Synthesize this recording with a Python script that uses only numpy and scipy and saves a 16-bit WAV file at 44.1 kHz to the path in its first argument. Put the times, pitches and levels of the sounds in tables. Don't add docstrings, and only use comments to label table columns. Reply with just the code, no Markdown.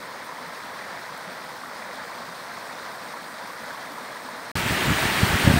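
import sys
import numpy as np
from scipy import signal
from scipy.fft import rfft, irfft, next_fast_len
from scipy.io import wavfile
from scipy.ndimage import uniform_filter1d, map_coordinates

SR = 44100
rng = np.random.default_rng(int(sys.argv[2]) if len(sys.argv) > 2 else 0)


def materialize(psi):
    bounded = np.clip(np.atleast_2d(psi).T, -1, 1)
    quanta = np.round(bounded * 32767).astype(np.int16)
    wavfile.write(sys.argv[1], SR, quanta)


def volts_from_db(level):
    exponent = np.asarray(level, float) / 20
    return 10 ** exponent


N = 246518

# time in seconds, level in dB.
STREAM_FLOW = [(0.0, -38), (0.39, -37.5), (0.63, -37.5), (1.26, -37), (1.59, -38.5), (1.91, -36.5),
               (2.31, -38.5), (2.79, -37), (3.4, -37.5), (3.88, -37), (4.18, -37), (4.51, -36.5)]
# frequency in Hz, density in dB per Hz.
STREAM_DEEP = [(15, -55), (25, -10), (43, -21.5), (92, -12.5), (172, -3), (257, -1), (348, -7),
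               (400, -11.5), (520, -34), (880, -120)]
STREAM_BODY = [(190, -37), (330, -11), (408, -8.5), (496, -3.5), (690, -1.5), (767, -3.5), (975, 0.5),
               (1160, -2), (1900, -3.5), (2300, -9.5), (2750, -19.5), (3500, -70)]
STREAM_SPRAY = [(1590, -25), (2700, -7), (3400, -1), (4190, 0), (5190, -3), (7000, -11.5), (9100, -36),
                (15400, -120)]
STREAM_MIST = [(4120, -40), (7000, -8.5), (8780, 0), (10000, -8), (12900, -8.5), (14800, -8.5), (15750, -5)]
# start in seconds, peak in dB, pitch in Hz.
DROPS = [(.246, -44, 13000), (1.176, -38, 9000), (1.177, -42, 14500), (1.491, -42, 12000),
         (1.562, -41, 14500), (1.573, -42, 14500), (1.656, -46, 9000), (2.354, -43, 9000),
         (2.585, -39, 5800), (2.6, -44, 13500), (2.673, -36, 6100), (3.639, -42, 9000), (3.828, -41, 9400),
         (3.92, -43, 14500)]
# start in seconds, pitch in Hz.
PLOPS = [(0.291, 988), (0.321, 966), (0.385, 972), (0.79, 1700), (1.091, 988), (1.635, 1140), (2.103, 988),
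         (2.575, 1080), (3.14, 1030), (3.17, 1280), (3.5, 1070), (3.704, 1490), (3.746, 1050), (3.98, 953),
         (4.157, 972), (4.287, 956)]
# start in seconds, peak in dB, pitch in Hz.
GLUGS = [
    (0.413, -38, 248),
    (1.27, -36, 183),
    (1.788, -40, 226),
    (2.277, -39, 170),
    (3.253, -42, 347),
    (3.905, -35, 288),
    (4.248, -39, 256),
    (4.328, -38, 229),
]
# frequency in Hz, density in dB per Hz.
FALLS_BODY = [(190, -23), (330, -0.5), (404, -3.5), (561, -7), (635, -3), (824, -4), (899, 0), (990, -4.5),
              (1140, -2), (1820, -1), (3300, -8.5), (4290, -28), (7260, -120)]
FALLS_SPRAY = [(1650, -4), (2800, -8), (3900, -4), (6280, -12), (7860, -12), (8820, -9.5), (10200, -17),
               (15100, -16), (15750, -11)]
# centre in seconds, pressure in dB, half length in ms.
PUFFS = [(4.5567, -9, 1.2), (4.569, -11, 1.6), (4.6628, -10, .8), (4.709, -9, .7), (4.724, -10, 1.2),
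         (4.8763, -7, 2), (4.8836, -7, 1), (4.9056, -3, 1), (4.9165, -7, 1), (4.923, -9, 1.2),
         (5.0546, -10, 1), (5.0617, -7, 2.5), (5.234, 2, 1.2), (5.244, -7, 1.6), (5.3064, -8, 1.6),
         (5.3312, -9, 1.6), (5.3435, -1, 2.2), (5.3554, -9, .8), (5.449, -1.5, 1.6), (5.4578, -6, 2.5),
         (5.4724, -5, 2.5), (5.4766, 6.5, 1.2), (5.4846, 0, 2), (5.5011, 0, 1), (5.5085, -8, .5),
         (5.5127, -1, 1), (5.5407, 0, 1), (5.5488, -8, 1.6), (5.5613, -1, 1), (5.575, -7, 1)]
# start in seconds, peak in dB, pitch in Hz.
HOLLOWS = [
    (4.985, -25, 640),
    (5.465, -18, 555),
    (5.562, -20, 700),
]

STREAM_END_S, FALLS_START_S = 4.516, 4.5543
TOP_HZ, BASS_CUT_HZ = 16200, 40
DEEP_DB, DEEP_FOLLOWS = -50.5, 1.4
SPRAY_DB, SPRAY_FOLLOWS = -47, 0.4
MIST_DB, MIST_DB_PER_S = -54.5, 0.5
PLOP_DB = -26.5
FALLS_DB, FALLS_SPRAY_DB = -24, -30
SETTLE_DB, SETTLE_S = -3.5, 0.24
CALM_DB, GUST_DB, GUST_S = -34.5, -29.5, 0.062
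PORT_LOW_CUT_HZ = 200

TIME_S = np.arange(N) / SR


def unit(x):
    return x / np.sqrt(np.mean(x ** 2) + 1e-20)


def wobble(knots_per_s):
    knots = rng.standard_normal(int(N * 40 / SR) + 9)
    return map_coordinates(knots, [np.arange(N) * knots_per_s / SR])


def coloured(x, spectrum):
    z = rfft(x, next_fast_len(N + 8192))
    hz, db = np.transpose(spectrum)
    grid_hz = np.linspace(1, SR / 2, len(z))
    even = z / np.sqrt(uniform_filter1d(abs(z) ** 2, size=3000) + 1e-9)
    gain_db = np.interp(np.log(grid_hz), np.log(hz), db, -120, -120)
    return unit(irfft(even * volts_from_db(gain_db))[:N])


def hiss(patchy_db):
    z = signal.stft(rng.standard_normal(N + 512), nperseg=512)[2]
    field = uniform_filter1d(rng.standard_normal(z.shape), size=5, axis=0)
    field = uniform_filter1d(field, size=8, axis=1)
    patched = z * volts_from_db(patchy_db * unit(field))
    return unit(signal.istft(patched, nperseg=512)[1][:N])


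def bubbles(start_s, hz, db, cycles, rise, size):
    turns = np.arange(size) / SR * np.reshape(hz, (-1, 1))
    envelope = volts_from_db(-20 * turns / cycles) * (1 - np.exp(-turns / 0.8))
    tone = np.sin(2 * np.pi * turns * (1 + rise * turns / cycles))
    wave = volts_from_db(db)[:, None] * envelope * tone
    at = (np.asarray(start_s) * SR).astype(int)[:, None] + np.arange(size)
    return np.bincount(at.ravel(), wave.ravel(), N + size)[:N]


def froth(low_hz, high_hz, cycles, spread_db, count, size):
    when, pitch, luck = rng.random((count, 3)).T
    hz = low_hz * (high_hz / low_hz) ** pitch
    db = 20 * np.log10(hz) - spread_db * np.log(luck + 3e-3)
    return unit(bubbles(when * N / SR, hz, db, cycles, rise=0.1, size=size))


def water(flow_db, spray_db, body, spray, bubbly, crackly):
    surge = wobble(7.08)
    rush = hiss(patchy_db=0.7)
    rush = rush + bubbly * froth(400, 3000, cycles=9, spread_db=2.2, count=12000, size=400)
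    fizz = hiss(patchy_db=1.1)
    fizz = fizz + crackly * froth(3000, 15000, cycles=2.5, spread_db=2.8, count=15000, size=48)
    rush_db = flow_db + 0.3 * surge + 0.2 * wobble(25)
    fizz_db = spray_db + 0.33 * surge + 0.78 * wobble(30)
    return volts_from_db(rush_db) * coloured(rush, body) + volts_from_db(fizz_db) * coloured(fizz, spray)


def stream():
    flow_db = np.interp(TIME_S, *np.transpose(STREAM_FLOW))
    swing_db = flow_db - flow_db.mean()
    spray_db = SPRAY_DB + SPRAY_FOLLOWS * swing_db
    events = plops() + glugs() + drops()
    edges = gurgle(swing_db) + mist()
    flow = water(flow_db, spray_db, STREAM_BODY, STREAM_SPRAY, bubbly=0.37, crackly=0.48)
    return events + edges + flow


def gurgle(swing_db):
    return volts_from_db(DEEP_DB + DEEP_FOLLOWS * swing_db) * coloured(hiss(patchy_db=1.4), STREAM_DEEP)


def mist():
    sizzle = hiss(patchy_db=1.2)
    sizzle = sizzle + 0.6 * froth(6000, 16000, cycles=2.5, spread_db=2.7, count=15000, size=24)
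    level_db = MIST_DB + MIST_DB_PER_S * TIME_S + 0.54 * wobble(27.7)
    return volts_from_db(level_db) * coloured(sizzle, STREAM_MIST)


def drops():
    x = np.zeros(N)
    decay_db = -60 * np.arange(400) / SR / 0.02
    for start_s, db, hz in DROPS:
        band = signal.butter(2, [hz * 0.8, min(hz * 1.4, TOP_HZ)], "band", fs=SR, output="sos")
        burst = volts_from_db(db + 1 + decay_db) * rng.standard_normal(400)
        x[round(start_s * SR):][:400] += signal.sosfilt(band, burst)
    return x


def plops():
    start_s, hz = np.transpose(PLOPS)
    return bubbles(start_s, hz, np.full(len(hz), PLOP_DB), cycles=13, rise=0.03, size=900)


def glugs():
    start_s, db, hz = np.transpose(GLUGS)
    return bubbles(start_s, hz, db + 1, cycles=9, rise=0.02, size=3000)


def falls():
    settle_db = SETTLE_DB * np.exp(-np.maximum(TIME_S - FALLS_START_S, 0) / SETTLE_S)
    pour = water(FALLS_DB + settle_db, FALLS_SPRAY_DB + settle_db,
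                 FALLS_BODY, FALLS_SPRAY, bubbly=0.3, crackly=0.35)
    return pour + wind() + hollows()


def wind():
    push, t_s = np.zeros(N + 500), np.arange(-500, 500) / SR
    gust = np.zeros(N)
    for centre_s, db, half_ms in PUFFS:
        pulse = np.exp(-0.5 * (t_s * 1000 / half_ms) ** 2)
        push[round(centre_s * SR) - 500:][:1000] += volts_from_db(db + 0.6) * pulse
        gust += np.exp(-0.5 * ((TIME_S - centre_s) / GUST_S * 2) ** 2)
    when, luck = rng.random((3000, 2)).T
    weak = np.bincount((when * N).astype(int), volts_from_db(-2.5 * np.log(luck + 1e-2)), N)
    weak = np.convolve(weak, np.exp(-0.5 * (t_s / 0.00085) ** 2), "same")
    low_cut = signal.butter(1, PORT_LOW_CUT_HZ, "high", fs=SR)
    strong_thumps = signal.lfilter(*low_cut, push[:N])
    weak_thumps = unit(signal.lfilter(*low_cut, weak - weak.mean()))
    weak_gain = volts_from_db(CALM_DB) + volts_from_db(GUST_DB) * gust / gust.max()
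    return strong_thumps + weak_gain * weak_thumps


def hollows():
    start_s, db, hz = np.transpose(HOLLOWS)
    return bubbles(start_s, hz, db - 2, cycles=40, rise=0.004, size=5000)


def scene():
    at_stream = TIME_S < (STREAM_END_S + FALLS_START_S) / 2
    x = stream() * at_stream + falls() * (TIME_S > FALLS_START_S)
    return np.array([x, x])


def low_pass(x):
    return signal.sosfilt(signal.butter(12, 15910, fs=SR, output="sos"), x)


def record(dry):
    top = signal.butter(12, TOP_HZ, fs=SR, output="sos")
    bass = signal.butter(2, BASS_CUT_HZ, "high", fs=SR, output="sos")
    heard = signal.sosfiltfilt(bass, signal.sosfilt(top, dry))
    kept = (TIME_S < STREAM_END_S) | (TIME_S > FALLS_START_S)
    return low_pass(heard * kept)


dry = scene()
out = record(dry)
materialize(out)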